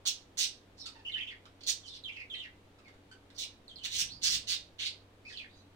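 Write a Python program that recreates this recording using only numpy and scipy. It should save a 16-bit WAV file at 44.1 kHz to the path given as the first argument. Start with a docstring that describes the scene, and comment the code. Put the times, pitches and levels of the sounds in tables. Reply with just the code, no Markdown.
"""Birds chatter close by in a walled yard, over faint outdoor noise and the hum of a far motor.
First come two harsh chirps, turbulent puffs ringing the throat; the walls return a short dense echo.
From 0.8 s to 2.5 s runs of slurred, near-pure whistles mix with nasal clucks and more chirps.
Sparse ticks and clucks lead to a burst of chirps from 3.3 s, and near 4 s the air rumbles softly
for half a second. A last run of whistles starts after 5.2 s."""
import sys
import numpy as np
from scipy import signal
from scipy.fft import rfft, irfft, next_fast_len
from scipy.io import wavfile
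from scipy.ndimage import uniform_filter1d, map_coordinates

SR = 44100
rng = np.random.default_rng(int(sys.argv[2]) if len(sys.argv) > 2 else 0)


def output_pcm(signal):
    """Save a mono or channel-first signal as 16-bit PCM at the path in sys.argv[1].

    Samples are clipped to [-1, 1] before scaling.
    """
    pcm = np.clip(np.atleast_2d(signal).T, -1, 1) * 32767
    wavfile.write(sys.argv[1], SR, np.round(pcm).astype(np.int16))


N = 253575
CUTOFF_HZ = 15900


def from_db(db):
    """Amplitude ratio of a level in decibels."""
    return 10 ** (np.asarray(db) / 20)


def rms_one(x):
    """Normalisation to unit rms."""
    return x / np.sqrt(np.mean(x ** 2) + 1e-20)


def at_hz(points, hz, column=1):
    """Interpolation of a table column on a log-frequency axis."""
    table = np.array(points)
    return np.interp(np.log(hz + 1), np.log(table[:, 0]), table[:, column])


def butter(x, hz, kind, order=2):
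    """Causal Butterworth filter."""
    return signal.sosfilt(signal.butter(order, hz, kind, fs=SR, output="sos"), x)


def resonate(x, hz, width_hz):
    """Damped two-pole resonator with unit peak gain."""
    r = np.exp(-np.pi * width_hz / SR)
    feedback = [1, -2 * r * np.cos(2 * np.pi * hz / SR), r * r]
    return signal.lfilter(np.array([1, 0, -1]) * (1 - r * r) / 2, feedback, x)


def wobble(size, per_s):
    """Random modulation: unit Gaussian values joined by straight lines."""
    knots = rng.standard_normal(1024)
    return np.interp(np.arange(size) * per_s / SR, np.arange(len(knots)), knots)


def gate(size, rise_s, fall_s):
    """Amplitude envelope with quarter-sine rise and fall."""
    t = np.arange(size) / SR
    rise = np.sin(np.pi / 2 * np.clip(t / rise_s, 0, 1))
    return rise * np.sin(np.pi / 2 * np.clip((t[-1] - t) / fall_s, 0, 1))


def add(track, start_s, sound):
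    """Superposition of a sound on a track."""
    start = round(start_s * SR)
    track[start:start + len(sound)] += sound[:N - start]


# Spectral density of the outdoor noise: f/Hz, relative level/dB
AIR_SPECTRUM = [(15, -3.5), (30, -8.5), (62, -3.5), (85, -12), (122, -12.5), (220, -9), (300, -9),
                (560, -12), (1100, -18.5), (2200, -22.5), (3700, -24.5), (5200, -32), (8500, -36.5),
                (16000, -46)]
# Its coherence between left and right: f/Hz, coherence/1
AIR_COHERENCE = [(60, 0.96), (140, 0.99), (350, 0.79), (700, 0.44), (1500, 0.0093), (12000, 0.04)]


def air():
    """Diffuse field: distant noise is coherent at two microphones only at long wavelengths."""
    hz = np.arange(N // 2 + 1) * SR / N
    mid, side = rfft(rng.standard_normal((2, N))) * from_db(at_hz(AIR_SPECTRUM, hz))
    coherence = at_hz(AIR_COHERENCE, hz)
    spectra = np.sqrt(1 + coherence) * mid + np.sqrt(1 - coherence) * side * [[1], [-1]]
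    return from_db(-61.5) * rms_one(irfft(spectra, N))


# Partials of the motor: f/Hz, rms level/dB
MOTOR_PARTIALS = [(96.2, -66.5), (191, -83), (283, -72), (383, -83), (479, -78)]


def motor_hum():
    """Line spectrum: a far motor's near-harmonic partials waver in frequency and level."""
    out = np.zeros(N)
    fundamental_hz = MOTOR_PARTIALS[0][0]
    for hz, level_db in MOTOR_PARTIALS:
        drift_hz = 1.1 * hz / fundamental_hz * wobble(N, 6)
        phase = 2 * np.pi * np.cumsum(hz + drift_hz) / SR
        waver_db = 1.5 * wobble(N, 6)
        out += np.sqrt(2) * from_db(level_db + waver_db) * np.sin(phase)
    return out


# Envelope of the rumble: t/s, rms level/dB
RUMBLE_ENVELOPE = [(3.8, -84), (4.0, -57.5), (4.2, -60.5), (4.35, -56.5), (4.5, -65.5), (4.7, -99)]


def rumble():
    """Turbulent pressure fluctuation: stirred air briefly buffets both microphone ports."""
    level_db = np.interp(np.arange(N) / SR, *np.transpose(RUMBLE_ENVELOPE))
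    return from_db(level_db) * rms_one(butter(rng.standard_normal(N), [24, 160], "band"))


def yard(x, direct_gain, wall_gain, late_db, late_t60_s):
    """Reverberation: direct sound, early wall reflections and a duller, exponentially decaying tail."""
    t = np.arange(SR) / SR
    noise = rng.standard_normal((3, 2, SR))
    # objects beside the microphones scatter the treble within a millisecond or two
    near = butter(noise[0] * (t > .0002) * np.exp(-t / .0012), 3500, "high", order=1)
    early = noise[1] * (t > .005) * from_db(-60 * t / .15)
    late = butter(noise[2], 6000, "low") * np.clip(t / .0017, 0, 1) * from_db(-60 * t / late_t60_s)
    walls = .7 * rms_one(early) + from_db(late_db) * rms_one(late)
    response = (.6 * rms_one(near) + wall_gain * walls) / np.sqrt(SR)
    direct = direct_gain * np.stack([np.roll(x, shift=8), x])  # reaches the right side first
    return direct + signal.fftconvolve(x[None], response, axes=1)[:, :N]


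# Response of the microphones to the birds: f/Hz, left gain/dB, right gain/dB
PORT_RESPONSE = [(1050, 6, 9), (2300, 3, 4.5), (3680, -1.5, 2), (4740, -4.5, 3.5), (5370, -4, 0),
                 (6980, -16.5, -0.5), (7900, 4.5, -5), (9100, 1.5, -0.5), (11400, -12, -10.5),
                 (14400, -7, 2), (16200, -18, 6)]


def microphones(x):
    """Frequency response: each port colours sound from the right in its own way."""
    size = next_fast_len(N + SR)
    hz = np.arange(size // 2 + 1) * SR / size
    gains = from_db([at_hz(PORT_RESPONSE, hz, column) for column in (1, 2)])
    return irfft(rfft(x, size) * gains, size)[:, :N]


def slurred_tone(length_s, pitch_hz, slide_octaves, rough, overtone_db, opens_run=False):
    """Frequency modulation: a tone scoops into a glide; roughness shakes its pitch and amplitude."""
    size = int(length_s * SR)
    t = np.arange(size) / SR
    settle_s = .0076 if opens_run else .00418
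    scoop_octaves = .4 * np.tanh(slide_octaves / .1427) * np.exp(-t / settle_s)  # slight on level notes
    glide_hz = pitch_hz * 2 ** (slide_octaves * (t / length_s - .5) - scoop_octaves)
    flutter = np.exp(.16 * rough * wobble(size, 800))
    phase = 2 * np.pi * np.cumsum(glide_hz * flutter) / SR
    # overtones fade above the throat's range, and those of high notes blur into a faint rasp
    blur = pitch_hz / 2200 * wobble(size, 2500)
    overtones = np.zeros(size)
    for k in range(2, 8):
        if k * pitch_hz < CUTOFF_HZ:
            gain = from_db(overtone_db * min(k - 1, 2)) / (1 + (k * pitch_hz / 6000) ** 4)
            overtones += gain * np.sin(k * phase + blur)
    hiss = from_db(-33) * rms_one(butter(rng.standard_normal(SR)[:size], 2000, "high"))
    throb = from_db(7.5 * rough * wobble(size, 306))
    return rms_one((np.sin(phase) + overtones + hiss) * throb * gate(size, .002, .003))


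# Nasal clucks: t/s, duration/s, f/Hz, source level/dB
CLUCK_NOTES = [(0.854, 0.028, 1346, -58), (0.943, 0.031, 895, -63.5), (0.986, 0.026, 861, -65),
               (2.785, 0.02, 1252, -66), (3.113, 0.017, 1474, -57)]


def clucks():
    """Harmonic series: strong overtones give low, nearly level notes a nasal timbre."""
    out = np.zeros(N)
    for start_s, length_s, pitch_hz, level_db in CLUCK_NOTES:
        note = slurred_tone(length_s, pitch_hz, slide_octaves=-.017, rough=.41, overtone_db=1)
        add(out, start_s, from_db(level_db) * note)
    return out


# Slurred whistles: t/s, duration/s, f/Hz, slide/octaves (negative falls), source level/dB
WHISTLE_NOTES = [(0.797, .026, 5350, -0.012, -48.5), (0.812, .045, 3830, -0.14, -52),
                 (1.049, 0.041, 2958, 0.021, -43), (1.088, 0.015, 2183, -0.5, -53),
                 (1.115, .016, 3456, -0.037, -44), (1.132, .02, 3077, 0.024, -37.5),
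                 (1.156, 0.04, 2005, 0.15, -53), (1.171, 0.025, 2800, -.2, -42),
                 (1.206, .014, 2906, -0.033, -38.5), (1.229, .014, 2740, -.06, -49.5),
                 (1.264, 0.036, 3065, 0.14, -46.5), (1.302, 0.029, 2180, -0.066, -53.5),
                 (1.83, 0.044, 3047, -0.11, -56.5), (1.879, 0.064, 3670, -.15, -50.5),
                 (2.037, 0.033, 3197, -0.12, -43), (2.08, 0.019, 2390, -0.26, -44),
                 (2.121, .028, 2950, -0.078, -54.5), (2.149, 0.03, 2560, -0.22, -49.5),
                 (2.194, 0.032, 2410, -0.22, -49), (2.298, 0.049, 3144, -0.08, -43.5),
                 (2.336, .02, 2110, -0.35, -49.5), (2.344, 0.015, 3910, -0.032, -48),
                 (2.354, 0.023, 3280, -.25, -45.5), (2.379, 0.056, 3040, -0.35, -47),
                 (2.437, 0.026, 2206, -0.24, -52), (2.846, 0.04, 2156, -0.083, -64),
                 (3.679, 0.045, 3310, -0.19, -53.5), (3.757, 0.013, 4220, -0.045, -50.5),
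                 (3.773, .06, 3130, -0.34, -56), (4.084, .055, 4220, 0.26, -51),
                 (4.11, .066, 5010, -0.041, -58), (5.25, 0.037, 2540, .04, -53),
                 (5.296, 0.025, 1824, -0.13, -58.5), (5.32, 0.051, 3146, -0.29, -53),
                 (5.371, 0.0076, 4235, 0.093, -43), (5.38, 0.025, 2593, -0.28, -45.5),
                 (5.412, 0.038, 2302, -0.36, -57.5), (5.484, .14, 3880, 0.11, -68),
                 (5.507, .086, 4730, .01, -74), (5.548, .065, 6250, -.06, -71.5)]


def whistles():
    """Random modulation deepens along each run: the notes start clean and grow rough."""
    out = np.zeros(N)
    run_start_s = last_end_s = 0
    for start_s, length_s, pitch_hz, slide_octaves, level_db in WHISTLE_NOTES:
        opens_run = start_s - last_end_s > .06  # after a pause
        if opens_run:
            run_start_s = start_s
        last_end_s = start_s + length_s
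        rough = min(.21 + 3.83 * (start_s - run_start_s), .634)
        rough *= min(.044 / length_s, 1)  # long notes are steadier
        overtone_db = min(-19 - .9 * (level_db + 41), -8)  # loud notes are purer
        note = slurred_tone(length_s, pitch_hz, slide_octaves, rough, overtone_db, opens_run)
        add(out, start_s, from_db(level_db) * note)
    return out


# Dry ticks: t/s, initial level before filtering/dB
TICK_ONSETS = [(0.053, -32), (0.373, -37), (0.861, -41), (1.455, -39.5), (2.882, -43), (2.94, -50.5),
               (3.126, -45.5), (3.303, -45)]


def ticks():
    """Broadband transients: fast-decaying noise bursts open some chirps or fall between them."""
    out = np.zeros(N)
    t = np.arange(SR // 50) / SR
    for start_s, level_db in TICK_ONSETS:
        burst = rng.standard_normal(len(t)) * np.exp(-t / .0014)
        add(out, start_s, from_db(level_db) * butter(burst, [1300, 6000], "band"))
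    return out


def squeal(puffs, hz):
    """Unsteady oscillation: one side of the syrinx jumps about in pitch and throbs with the puffs."""
    size = len(puffs)
    pitch_hz = hz * (1 + .08 * wobble(size, 110) + .09 * wobble(size, 900))
    return rms_one(np.sqrt(puffs) * np.sin(2 * np.pi * np.cumsum(pitch_hz) / SR))


def rasp(length_s, swell_s, throat_hz, bright_db, edge_hz, rattle_hz=185, upper_hz=5790):
    """Source and filter: the syrinx rattles unevenly; its turbulent puffs ring two throat resonances."""
    size = int(length_s * SR)
    past_peak_s = np.arange(size) / SR - swell_s
    sag_s = np.maximum(past_peak_s, 0)
    # effort swells along a curve, then sags, never quite evenly
    swell_db = -15.5 * np.maximum(-past_peak_s / swell_s, 0) ** 2.42
    effort_db = swell_db - 54 * sag_s + .63 * wobble(size, 70)
    # the upper resonance grows with effort and fades with time; the hiss follows it
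    upper_db = bright_db + .9 * effort_db - 43 * past_peak_s
    hiss_db = -8.5 + .84 * upper_db
    cycles = np.cumsum(rattle_hz * (1 + .31 * wobble(size, 200))) / SR
    puffs = np.exp(-2.27 * (cycles % 1))
    flow = puffs * rng.standard_normal(SR)[:size]
    main = rms_one(resonate(resonate(flow, throat_hz, 1970), throat_hz, 3200))
    upper = rms_one(resonate(resonate(flow, upper_hz, 1690), upper_hz, 5400))
    main = rms_one(main + .53 * squeal(puffs, throat_hz))
    upper = rms_one(upper + .53 * squeal(puffs, upper_hz))
    hiss = rms_one(butter(flow, [3000, 13000], "band", order=1))
    voice = main + from_db(upper_db) * upper + from_db(hiss_db) * hiss
    # past full strength the whole voice slows and sinks by 2.2 octaves a second
    positions = np.cumsum(2 ** (-2.2 * sag_s)) - 1
    voice = map_coordinates(voice, [positions], order=5, mode="mirror")
    voice = butter(voice, edge_hz, "high", order=4)
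    # steady air pressure keeps the puffs about equally strong
    voice = voice / np.sqrt(uniform_filter1d(voice ** 2, size=330) + 1e-9)
    return rms_one(voice) * from_db(effort_db) * gate(size, .079 * swell_s, .00054)


# Harsh chirps: t/s, duration/s, swell time/s, source level at full effort/dB,
# main resonance f/Hz, brightness/dB, lower band edge f/Hz
CHIRP_NOTES = [(0.053, .037, .025, -27, 3970, 2, 2780), (0.371, 0.077, .03, -27.5, 4174, 8.5, 1900),
               (0.77, 0.036, 0.037, -52.5, 4680, -35, 3280),
               (0.856, 0.014, 0.0035, -40.5, 4290, -10.5, 2300),
               (1.607, 0.0073, .003, -49.5, 3830, -25, 1790),
               (1.633, 0.0058, 0.0044, -42.5, 4140, -11, 1480), (1.662, 0.044, .032, -27, 4235, 6, 1940),
               (1.85, 0.05, 0.02, -52.5, 4900, -30, 3400), (1.919, 0.053, 0.035, -50.5, 3840, -34, 2700),
               (3.344, 0.025, 0.044, -49.5, 4670, -6, 3000), (3.376, 0.067, 0.015, -37.5, 3857, -0.5, 2500),
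               (3.832, .03, 0.022, -35, 3600, -3.5, 1290), (3.899, .072, 0.1, -32, 3950, 0, 1970),
               (3.973, .046, 0.025, -28, 3793, 8.5, 1700), (4.214, 0.054, .017, -39, 4120, -6, 1400),
               (4.227, 0.061, 0.016, -26.5, 4755, 4, 1340), (4.297, 0.061, 0.0081, -29.5, 4100, 4.5, 1570),
               (4.468, 0.079, 0.035, -32, 4150, -4.5, 1400), (4.784, 0.058, .023, -37.5, 3470, -12.5, 1480),
               (4.844, 0.031, 0.022, -33, 3885, -13, 1760), (5.273, 0.068, .03, -54, 4490, -36, 3000),
               (5.36, 0.034, 0.01, -58, 3600, -24, 1790)]


def chirps():
    """Formant shaping: each harsh chirp is a rasp with its own throat resonance and brightness."""
    out = np.zeros(N)
    for start_s, length_s, swell_s, level_db, *timbre in CHIRP_NOTES:
        add(out, start_s, from_db(level_db) * rasp(length_s, swell_s, *timbre))
    return out


def scene():
    """Superposition of birds and background; tonal calls have the higher direct-to-reverberant ratio."""
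    harsh = yard(chirps() + ticks(), direct_gain=.6, wall_gain=1.15, late_db=-8, late_t60_s=.27)
    tonal = yard(whistles() + clucks(), direct_gain=.65, wall_gain=.97, late_db=-7, late_t60_s=.26)
    return microphones(harsh + tonal) + air() + motor_hum() + rumble()


def record(dry):
    """Band limiting: an elliptic low-pass cuts the highest treble steeply."""
    return signal.sosfilt(signal.ellip(10, .2, 70, CUTOFF_HZ, fs=SR, output="sos"), dry)


dry = scene()
out = record(dry)
output_pcm(out)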